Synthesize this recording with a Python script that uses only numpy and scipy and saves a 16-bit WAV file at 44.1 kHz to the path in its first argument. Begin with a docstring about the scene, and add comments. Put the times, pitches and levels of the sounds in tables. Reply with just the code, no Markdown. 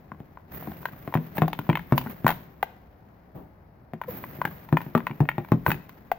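"""Forest floor with a plastic pad on it: a hockey blade nudges a ball to and fro and shoots twice.
The ball clacks on the blade. The blade slaps the drumming pad, hisses as it slides and squeaks once.
Each shot thocks into a goalie's gear; one soft scuff on the ground falls between the shots.
The trees return a faint tail; a low outdoor hush lies underneath."""
import sys
import numpy as np
from scipy import signal
from scipy.fft import rfft, irfft, next_fast_len
from scipy.io import wavfile

SR = 44100
rng = np.random.default_rng(int(sys.argv[2]) if len(sys.argv) > 2 else 0)


def dump(signal):
    """Clip the signal to [-1, 1] and save it as 16-bit WAV at the path in sys.argv[1]."""
    limited = np.clip(np.atleast_2d(signal).T, -1, 1)
    pcm = np.round(limited * 32767).astype(np.int16)
    wavfile.write(sys.argv[1], SR, pcm)


N = 272743
HIT_SAMPLES, SNAP_SAMPLES = SR // 4, SR // 15
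TIME_S, AGE_S = np.arange(N) / SR, np.arange(HIT_SAMPLES) / SR

# Ball on blade; where it lands sets the ring, how squarely sets the snap:
# (time [s], knock pitch [Hz], level [dB], ring pitch [Hz], ring [dB re knock], snap [dB re knock])
CLACKS = [(0.118, 1050, -36.5, 1410, -9, -38), (0.3729, 984, -40.5, 1420, -20, -36),
          (0.6252, 680, -41, 2300, -14, -17), (0.6723, 695, -38, 1730, -20, -20),
          (0.7176, 730, -41.5, 1530, -5.5, -14), (0.8553, 980, -25.5, 1566, -1, -15.5),
          (1.1247, 955, -37, 1660, -19, -28), (1.1401, 914, -24, 1580, -6.5, -15.5),
          (1.1725, 1020, -38, 1960, 0, -19), (1.371, 805, -35, 1460, -20, -26),
          (1.3808, 876, -30.5, 1670, -1, -7.5), (1.4803, 735, -26.5, 1490, -20, -14.5),
          (1.531, 894, -30, 2550, -4.5, -12), (1.59, 985, -29.5, 1480, -7, -12),
          (1.6985, 940, -23.5, 2330, -6.5, -28), (1.7294, 986, -34.5, 2100, 0.5, -23),
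          (1.7544, 890, -27.5, 2210, 2, -16), (1.7724, 1004, -29, 1980, -5.5, -18.5),
          (1.7934, 880, -39, 1620, 0, -14), (1.9788, 973, -19.5, 1630, -10.5, -8.5),
          (2.0704, 960, -39.5, 1390, -0.5, -21), (2.2661, 958, -12, 1380, -12.5, -19),
          (2.279, 746, -27, 1550, 3, -2.5), (2.2905, 740, -22.5, 1450, -1.5, -11),
          (2.3038, 905, -23.5, 1580, -8, -9.5), (2.314, 700, -30.5, 1510, -2, -11),
          (4.0152, 970, -28, 1480, -11, -23), (4.037, 930, -49, 1610, 6, -8),
          (4.2397, 995, -34.5, 1690, -3.5, -26), (4.4161, 1005, -21.5, 1430, -12, -24.5),
          (4.4525, 843, -26.5, 1576, 3.5, -11), (4.7703, 963, -19, 1796, -4.5, -21.5),
          (4.8158, 930, -38.5, 1470, -5, -9.5), (4.977, 915, -28, 1840, -8, -17),
          (5.004, 1010, -37.5, 1680, -1.5, -23), (5.0684, 991, -25, 1900, -2.5, -21.5),
          (5.1109, 940, -40, 2070, -1.5, -24), (5.254, 720, -44, 1920, -3, -24),
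          (5.2891, 910, -24.5, 1870, 5, -16), (5.4475, 950, -43, 1630, -3, -17),
          (5.6639, 984, -16.5, 1540, -3.5, -20.5), (5.7043, 944, -30, 1470, 2.5, -7),
          (5.7166, 843, -27.5, 1950, 2.5, -6.5), (5.8933, 1040, -49, 1872, -3, -2.5)]
# Bouts of handling: (start [s], end [s])
HANDLING_BOUTS = [(0.65, 2.2), (4.3, 5.7)]
# Hollow knock: (pitch ratio, level [dB], t60 [s])
KNOCK_MODES = [(.5, -21, 0.015), (.76, -4, 0.016), (1.0, 2, 0.013), (1.151, -9, 0.016)]
# Stiff blade: (pitch ratio, level [dB])
BLADE_MODES = [(.8, -6), (.9, -7), (1.0, 0), (1.15, -7), (1.35, -9), (1.62, -16), (1.88, -19)]
# Blade or ball on pad; a flatter blade slaps harder:
# (time [s], pitch [Hz], level [dB], hardness [dB], t60 [s])
THUMPS = [(0.1187, 183, -40.5, -4, .18), (0.2025, 167.3, -40, -3, .11), (0.674, 199, -34, 0, .19),
          (1.076, 167, -33.5, 5.5, .12), (1.1523, 149.5, -21, 3.5, .23), (1.382, 184, -27.5, 6, .19),
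          (1.4195, 178.2, -18, 5.5, .19), (1.591, 175, -30.5, -6, .11), (1.6913, 163, -16, -2.5, .2),
          (1.9227, 157.8, -16, 1.5, .23), (2.062, 248, -34.5, 3.5, .23), (2.245, 153.6, -21, -5, .2),
          (3.9348, 200, -35, 6, .12), (4.386, 172, -38, -8, .22), (4.45, 179, -33, 1, .2),
          (4.7263, 165.3, -16, -3, .14), (4.864, 164, -37, -3, .3), (4.9508, 210.3, -17.5, 6, .17),
          (5.104, 164, -32.5, -15, .18), (5.2042, 155, -16.5, -5, .18), (5.3812, 173.8, -26.5, 5, .15),
          (5.519, 156.8, -15.5, -0.5, .19), (5.68, 166, -24, 2, .26)]
# Pad on soft ground: (pitch ratio, level [dB], t60 ratio)
PAD_MODES = [(.89, -0.5, 0.86), (1.069, 2.5, .75), (1.381, -5, 0.62), (1.647, -6, 0.94),
             (2.052, -11.5, 0.85)]
# Flat of the blade on the pad: (frequency [Hz], level [dB])
SLAP_MODES = [(440, -6), (570, -6.5), (700, 5), (830, 5.5), (990, 4), (1180, -23.5)]
# Ball on goalie gear: (time [s], knock pitch [Hz], knock [dB], ring [dB], crack [dB], tick [dB])
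SAVES = [(2.6284, 800, -19.5, -27, -37.5, -36), (6.116, 732, -18.5, -30.5, -39, -38)]
# Goalie gear: (frequency [Hz], level [dB])
GEAR_MODES = [(1250, -12), (1580, -1), (2000, -5), (2430, -15), (2750, -40)]
# Blade gliding between strokes: (time [s], briskness [dB])
GLIDE = [(0, -77.5), (.44, -80), (.6, -61.5), (2.35, -61.5), (2.55, -76), (3.0, -82.5), (3.95, -92.5),
         (4.15, -52), (4.7, -65.5), (5.75, -67), (6.18, -75)]
# Hard pushes along the pad: (time [s], peak briskness [dB], t60 [s])
STROKES = [(0.545, -48.5, 1.37), (1.37, -47, .2), (1.98, -47, .3), (2.11, -49, .25), (2.281, -45, .42),
           (4.105, -48, 1.02), (4.489, -56.5, 0.55), (4.79, -54, .4), (5.694, -36.5, 0.19)]

# Noise spectra: (frequency [Hz], density [dB])
CRACK_SPECTRUM = [(1200, -2), (2800, 1), (4000, -5), (5200, -16), (6800, -15.5), (9000, -33.5),
                  (12000, -40.5)]  # bright part of a contact
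TICK_SPECTRUM = [(7000, -31.5), (10500, -15), (12500, -0.5), (14800, 9.5), (15700, 5), (16400, -15)]  # top treble, peaking sharply near 15 kHz
BUZZ_SPECTRUM = [(28, -30), (70, -5), (110, -3), (250, -1), (400, -1), (750, -6), (1400, -24.5),
                 (3000, -34.5), (8000, -75)]  # loose pad against the ground
SCRAPE_SPECTRUM = [(200, -8), (600, 5), (1000, 0), (2000, -3), (3200, -14), (5000, -19.5), (7000, -24.5),
                   (9000, -39.5), (12000, -27)]  # blade friction
RUMBLE_SPECTRUM = [(30, -25), (70, 5), (110, 5), (160, 10.5), (260, 3), (400, -1), (800, -50)]  # pad under load
SCUFF_SPECTRUM = [(30, -27), (80, -4.5), (180, -8.5), (400, -12.5), (800, -18.5), (1500, -33), (3000, -46),
                  (9000, -66), (12000, -48), (15000, -38)]  # shuffle on soft ground
FOREST_SPECTRUM = [(50, 18), (150, 2.5), (400, 2.5), (900, -5), (2000, -0.5), (5000, 4.5), (10000, 2.5),
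                   (16000, -7)]  # echo from the trees
HUSH_SPECTRUM = [(25, -14), (60, 3.5), (160, -1), (350, -10), (750, -8.5), (1100, -16), (2000, -24),
                 (3200, -43), (5000, -41), (8500, -69), (12000, -37), (15000, -40)]  # outdoor background
# Stereo balance: (frequency [Hz], left minus right [dB])
BALANCE = [(60, -0.5), (160, 2.5), (300, 2.5), (700, 5.5), (1200, 5.5), (2000, 2.5), (4500, 6), (9000, -1),
           (11500, 3), (14500, -10.5)]
# Diffuse sound: (frequency [Hz], left-right coherence [0-1])
COHERENCE = [(60, 0.94), (200, 0.93), (600, 0.47), (1400, 0), (3000, 0.32), (15000, 0.23)]


def clacks(hop_s=.026, hop_db=-18):
    """Firm taps; after each the ball hops weakly against the blade once more."""
    out = np.zeros((2, N))
    for time_s, knock_hz, level_db, ring_hz, ring_db, snap_db in CLACKS:
        tap = from_db(level_db) * clack(knock_hz, ring_hz, ring_db, snap_db)
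        add(out, time_s, tap)
        add(out, time_s + hop_s * rng.uniform(.6, 1.4), from_db(hop_db) * tap)
    return out


def touches(count=8, level_db=-48, spread_db=2.5, knock_hz=966, ring_hz=1700, detune=.092):
    """Light, uneven brushes of blade on ball through each bout."""
    out = np.zeros((2, N))
    for start_s, end_s in HANDLING_BOUTS:
        for k in range(count):
            time_s = start_s + (end_s - start_s) * (k + rng.random()) / count
            strength, pitch, place = rng.standard_normal(3)
            touch = clack(knock_hz * np.exp(detune * pitch), ring_hz * np.exp(detune * place),
                          ring_db=-7, snap_db=-13)
            add(out, time_s, from_db(level_db + spread_db * strength) * touch)
    return out


def clack(knock_hz, ring_hz, ring_db, snap_db):
    """Ball on blade: hollow knock, blade ring, bright snap."""
    snap = burst(CRACK_SPECTRUM, t60_s=.029) + from_db(1) * burst(TICK_SPECTRUM, t60_s=.03)
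    body = knock(knock_hz)
    blade_ring = rebound(blade(ring_hz), knock_hz)
    return body + from_db(ring_db) * blade_ring + from_db(snap_db) * snap


def knock(pitch_hz):
    """Hollow, pitched body of the ball's impact."""
    modes = [(pitch_hz * ratio, db, t60_s) for ratio, db, t60_s in KNOCK_MODES]
    return rebound(bandpass(ring(modes, detune=.0063), 680, 2260), pitch_hz)


def blade(pitch_hz, t60_s=.015):
    """Brief upper ring of the stiff blade."""
    modes = [(pitch_hz * ratio, db, t60_s) for ratio, db in BLADE_MODES]
    return unit_attack(bandpass(ring(modes, detune=.02), .74 * pitch_hz, 1.505 * pitch_hz))


def rebound(sound, knock_hz, level_db=-6):
    """The blade springs back and touches again two periods later, hollowing the clack."""
    out = sound.copy()
    add(out, 2 / knock_hz, from_db(level_db) * sound)
    return unit_attack(out)


def thumps(slap_t60_s=.02, slap_db=-6, edge_db=-17, buzz_db=-13.5):
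    """A rattling slap; the pad drums and buzzes on the ground, its pitch set by where it is hit."""
    out = np.zeros((2, N))
    for time_s, pitch_hz, level_db, hardness_db, t60_s in THUMPS:
        modes = [(pitch_hz * ratio, db, t60_s * share) for ratio, db, share in PAD_MODES]
        pad = ring(modes, detune=.041, samples=HIT_SAMPLES)
        pad = unit_attack(bandpass(pad, 122.5, 393), samples=SR // 40)
        slap = ring([(hz, db, slap_t60_s) for hz, db in SLAP_MODES], detune=.08, spread_db=5.5)
        slap = unit_attack(bandpass(slap, 340, 1600))
        edge = blade(pitch_hz=1850) + from_db(-10.5) * burst(CRACK_SPECTRUM, t60_s=.018)
        edge += from_db(-11) * burst(TICK_SPECTRUM, t60_s=.02)
        clatter = from_db(hardness_db) * chatter(from_db(slap_db) * slap + from_db(edge_db) * edge)
        buzz = from_db(buzz_db) * burst(BUZZ_SPECTRUM, t60_s=.95 * t60_s, samples=HIT_SAMPLES)
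        add(out, time_s, from_db(level_db) * (pad + clatter + buzz))
    return out


def chatter(sound, bounce_db=-8, t60_s=.1, count=9):
    """The blade lands heel to toe: small uneven bounces follow first contact."""
    gaps, flips = rng.random((count, 2)).T
    delays_s = np.cumsum(.002 + .006 * gaps)
    out = sound.copy()
    for delay_s, polarity in zip(delays_s, np.sign(flips - .5)):
        add(out, delay_s, polarity * from_db(bounce_db - 60 * delay_s / t60_s) * sound)
    return out


def saves(gear_t60_s=.016):
    """The ball thocks into the goalie's gear and stops dead."""
    out = np.zeros((2, N))
    modes = [(hz, db, gear_t60_s) for hz, db in GEAR_MODES]
    for time_s, knock_hz, knock_db, ring_db, crack_db, tick_db in SAVES:
        thock = from_db(knock_db) * unit_attack(bandpass(knock(knock_hz), 412, 920))
        gear = from_db(ring_db) * unit_attack(bandpass(ring(modes, detune=.0068), 1300, 3800))
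        crack = from_db(crack_db) * burst(CRACK_SPECTRUM, t60_s=.034)
        tick = from_db(tick_db) * burst(TICK_SPECTRUM, t60_s=.044)
        add(out, time_s, thock + gear + crack + tick)
    return out


def boom(time_s=5.665, level_db=-18, rise_s=.015, t60_s=.25):
    """The last shot presses the pad into the soil: a low rumble."""
    envelope = (1 - np.exp(-AGE_S / rise_s)) * decay(t60_s)
    out = np.zeros((2, N))
    add(out, time_s, from_db(level_db) * envelope * diffuse(RUMBLE_SPECTRUM, HIT_SAMPLES))
    return out


def sliding(grit_db=2.5, judder_db=2, lumps_db=1, swish_db=1.5):
    """Friction on the gritty pad hisses in quick grains; the rolling ball keeps the pad rumbling."""
    brisk_db = briskness_db()
    grain = unit_rms(from_db(grit_db * drift(700) + judder_db * drift(100)))
    rumble = from_db(-47 + .5 * brisk_db + lumps_db * drift(30)) * diffuse(RUMBLE_SPECTRUM)
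    scrape = from_db(-52.5 + .59 * brisk_db) * diffuse(SCRAPE_SPECTRUM)
    hiss = from_db(-55 + brisk_db + swish_db * drift(55)) * diffuse(TICK_SPECTRUM)
    return rumble + grain * (scrape + hiss)


def briskness_db(easy_slide_db=-59, rise_s=.024):
    """Blade motion re an easy slide: a glide plus strokes that bite fast and ease off."""
    glide_db = np.interp(TIME_S, *np.transpose(GLIDE))
    power = from_db(glide_db) ** 2
    age_s = np.arange(-SR // 8, SR) / SR
    rise = np.exp(-(np.minimum(age_s, 0) / rise_s) ** 2)
    for time_s, peak_db, t60_s in STROKES:
        stroke = rise * from_db(peak_db - 60 * np.maximum(age_s, 0) / t60_s)
        add(power, time_s + age_s[0], stroke ** 2)
    return 10 * np.log10(power) - easy_slide_db


def squeak(time_s=4.078, level_db=-28.5, start_hz=520, sag_hz_per_s=1700, rise_s=.011, t60_s=.069):
    """Stick-slip that slows as the blade breaks free."""
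    phase = 2 * np.pi * np.cumsum(start_hz - sag_hz_per_s * AGE_S) / SR
    tone = np.sqrt(2) * (np.sin(phase) + from_db(-16) * np.sin(2 * phase))
    envelope = np.minimum(AGE_S / rise_s, from_db(-60 * (AGE_S - rise_s) / t60_s))
    out = np.zeros(N)
    add(out, time_s, from_db(level_db) * envelope * tone)
    return out


def scuff(time_s=3.345, level_db=-35, rise_s=.011, t60_s=.42):
    """One dull shuffle on soft ground."""
    age_s = np.maximum(TIME_S - time_s, 0)
    envelope = from_db(level_db - 60 * age_s / t60_s) * (1 - np.exp(-age_s / rise_s))
    return envelope * diffuse(SCUFF_SPECTRUM)


def forest_echo(x, near_db, far_db, near_t60_s=.11, far_t60_s=.45, build_s=.034):
    """Direct sound, quick scatter from pad, player and ground, then a thin tail from the trunks."""
    age_s = np.arange(SR) / SR
    near = diffuse(FOREST_SPECTRUM, SR) * from_db(-60 * age_s / near_t60_s) * (age_s > .003)
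    far = diffuse(FOREST_SPECTRUM, SR) * from_db(-60 * age_s / far_t60_s)
    far *= 1 - np.exp(-age_s / build_s)
    response = (from_db(near_db) * unit_rms(near) + from_db(far_db) * unit_rms(far)) / np.sqrt(SR)
    return x + signal.fftconvolve(x, response, axes=1)[:, :N]


def hush(level_db=-54):
    """Steady, low outdoor noise."""
    return from_db(level_db) * diffuse(HUSH_SPECTRUM)


def lean_left(stereo, right_lag_s=4.5e-5):
    """Left leads and is louder, except at the spectrum's extremes."""
    samples = next_fast_len(N + 512)
    ratio = from_db(per_bin(BALANCE, samples))
    lag = np.exp(-2j * np.pi * np.fft.rfftfreq(samples, 1 / SR) * right_lag_s)
    response = 2 * np.array([ratio, lag]) / (1 + ratio)
    return irfft(rfft(stereo, samples) * response, samples)[:, :N]


def ring(modes, detune, spread_db=2, samples=SNAP_SAMPLES):
    """Struck modes; each blow lands elsewhere and weights them anew."""
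    out = np.full(HIT_SAMPLES, 1e-18)
    for hz, db, t60_s in modes:
        strength, pitch = rng.standard_normal(2)
        tone = np.sin(2 * np.pi * hz * (1 + detune * pitch) * AGE_S[:samples])
        out[:samples] += from_db(db + spread_db * strength) * decay(t60_s, samples) * tone
    return out


def burst(spectrum, t60_s, samples=SNAP_SAMPLES):
    """Dense modes of a contact as fast-decaying stereo noise."""
    out = np.zeros((2, HIT_SAMPLES))
    out[:, :samples] = unit_attack(diffuse(spectrum, samples) * decay(t60_s, samples))
    return out


def diffuse(spectrum, samples=N):
    """Coloured stereo noise, coherent in the bass, barely so in the treble; rms 1."""
    padded = next_fast_len(samples)
    mid, side = rfft(rng.standard_normal((2, padded)))
    coherence = np.clip(per_bin(COHERENCE, padded), 0, 1)
    bins = np.sqrt(1 + coherence) * mid + np.sqrt(1 - coherence) * side * [[1], [-1]]
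    bins *= from_db(per_bin(spectrum, padded))
    return unit_rms(irfft(bins, padded)[:, :samples])


def bandpass(x, low_hz, high_hz):
    """A small body radiates little bass; a finite contact excites little treble."""
    return signal.sosfilt(signal.butter(2, [low_hz, high_hz], "band", fs=SR, output="sos"), x)


def drift(rate_hz):
    """Random wander, spread about 1."""
    return np.interp(TIME_S * rate_hz, np.arange(8192), rng.standard_normal(8192))


def decay(t60_s, samples=HIT_SAMPLES):
    """Exponential fall, 60 dB in t60_s."""
    return from_db(-60 * AGE_S[:samples] / t60_s)


def per_bin(table, samples):
    """Table interpolated over log frequency at the FFT bins."""
    hz, value = np.transpose(table)
    return np.interp(np.log(np.fft.rfftfreq(samples, 1 / SR) + 1), np.log(hz), value)


def add(track, time_s, sound):
    """Mix a sound into a track in place."""
    start = max(round(time_s * SR), 0)
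    track[..., start:start + sound.shape[-1]] += sound[..., :max(track.shape[-1] - start, 0)]


def unit_attack(x, samples=SR // 125):
    """Scale so the first samples have rms 1."""
    return x / np.sqrt(np.mean(x[..., :samples] ** 2) + 1e-20)


def unit_rms(x):
    """Scale to rms 1."""
    return x / np.sqrt(np.mean(x ** 2) + 1e-20)


def from_db(db):
    """Decibels to gain."""
    return 10 ** (db / 20)


def scene():
    """Play on the pad, the goalie farther off with more tail, and the hush."""
    play = forest_echo(clacks() + touches() + thumps() + squeak(), near_db=-13, far_db=-19.5)
    ground = boom() + sliding() + scuff()
    goalie = forest_echo(saves(), near_db=-14.5, far_db=-17.5)
    return lean_left(play + ground + goalie + hush())


def record(dry):
    """Soft peak rounding, then a steep low-pass."""
    ceiling, cutoff_hz = 2.4, 16400
    rounded = ceiling * np.tanh(dry / ceiling)
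    return signal.sosfilt(signal.ellip(10, .2, 80, cutoff_hz, fs=SR, output="sos"), rounded)


dry = scene()
out = record(dry)
dump(out)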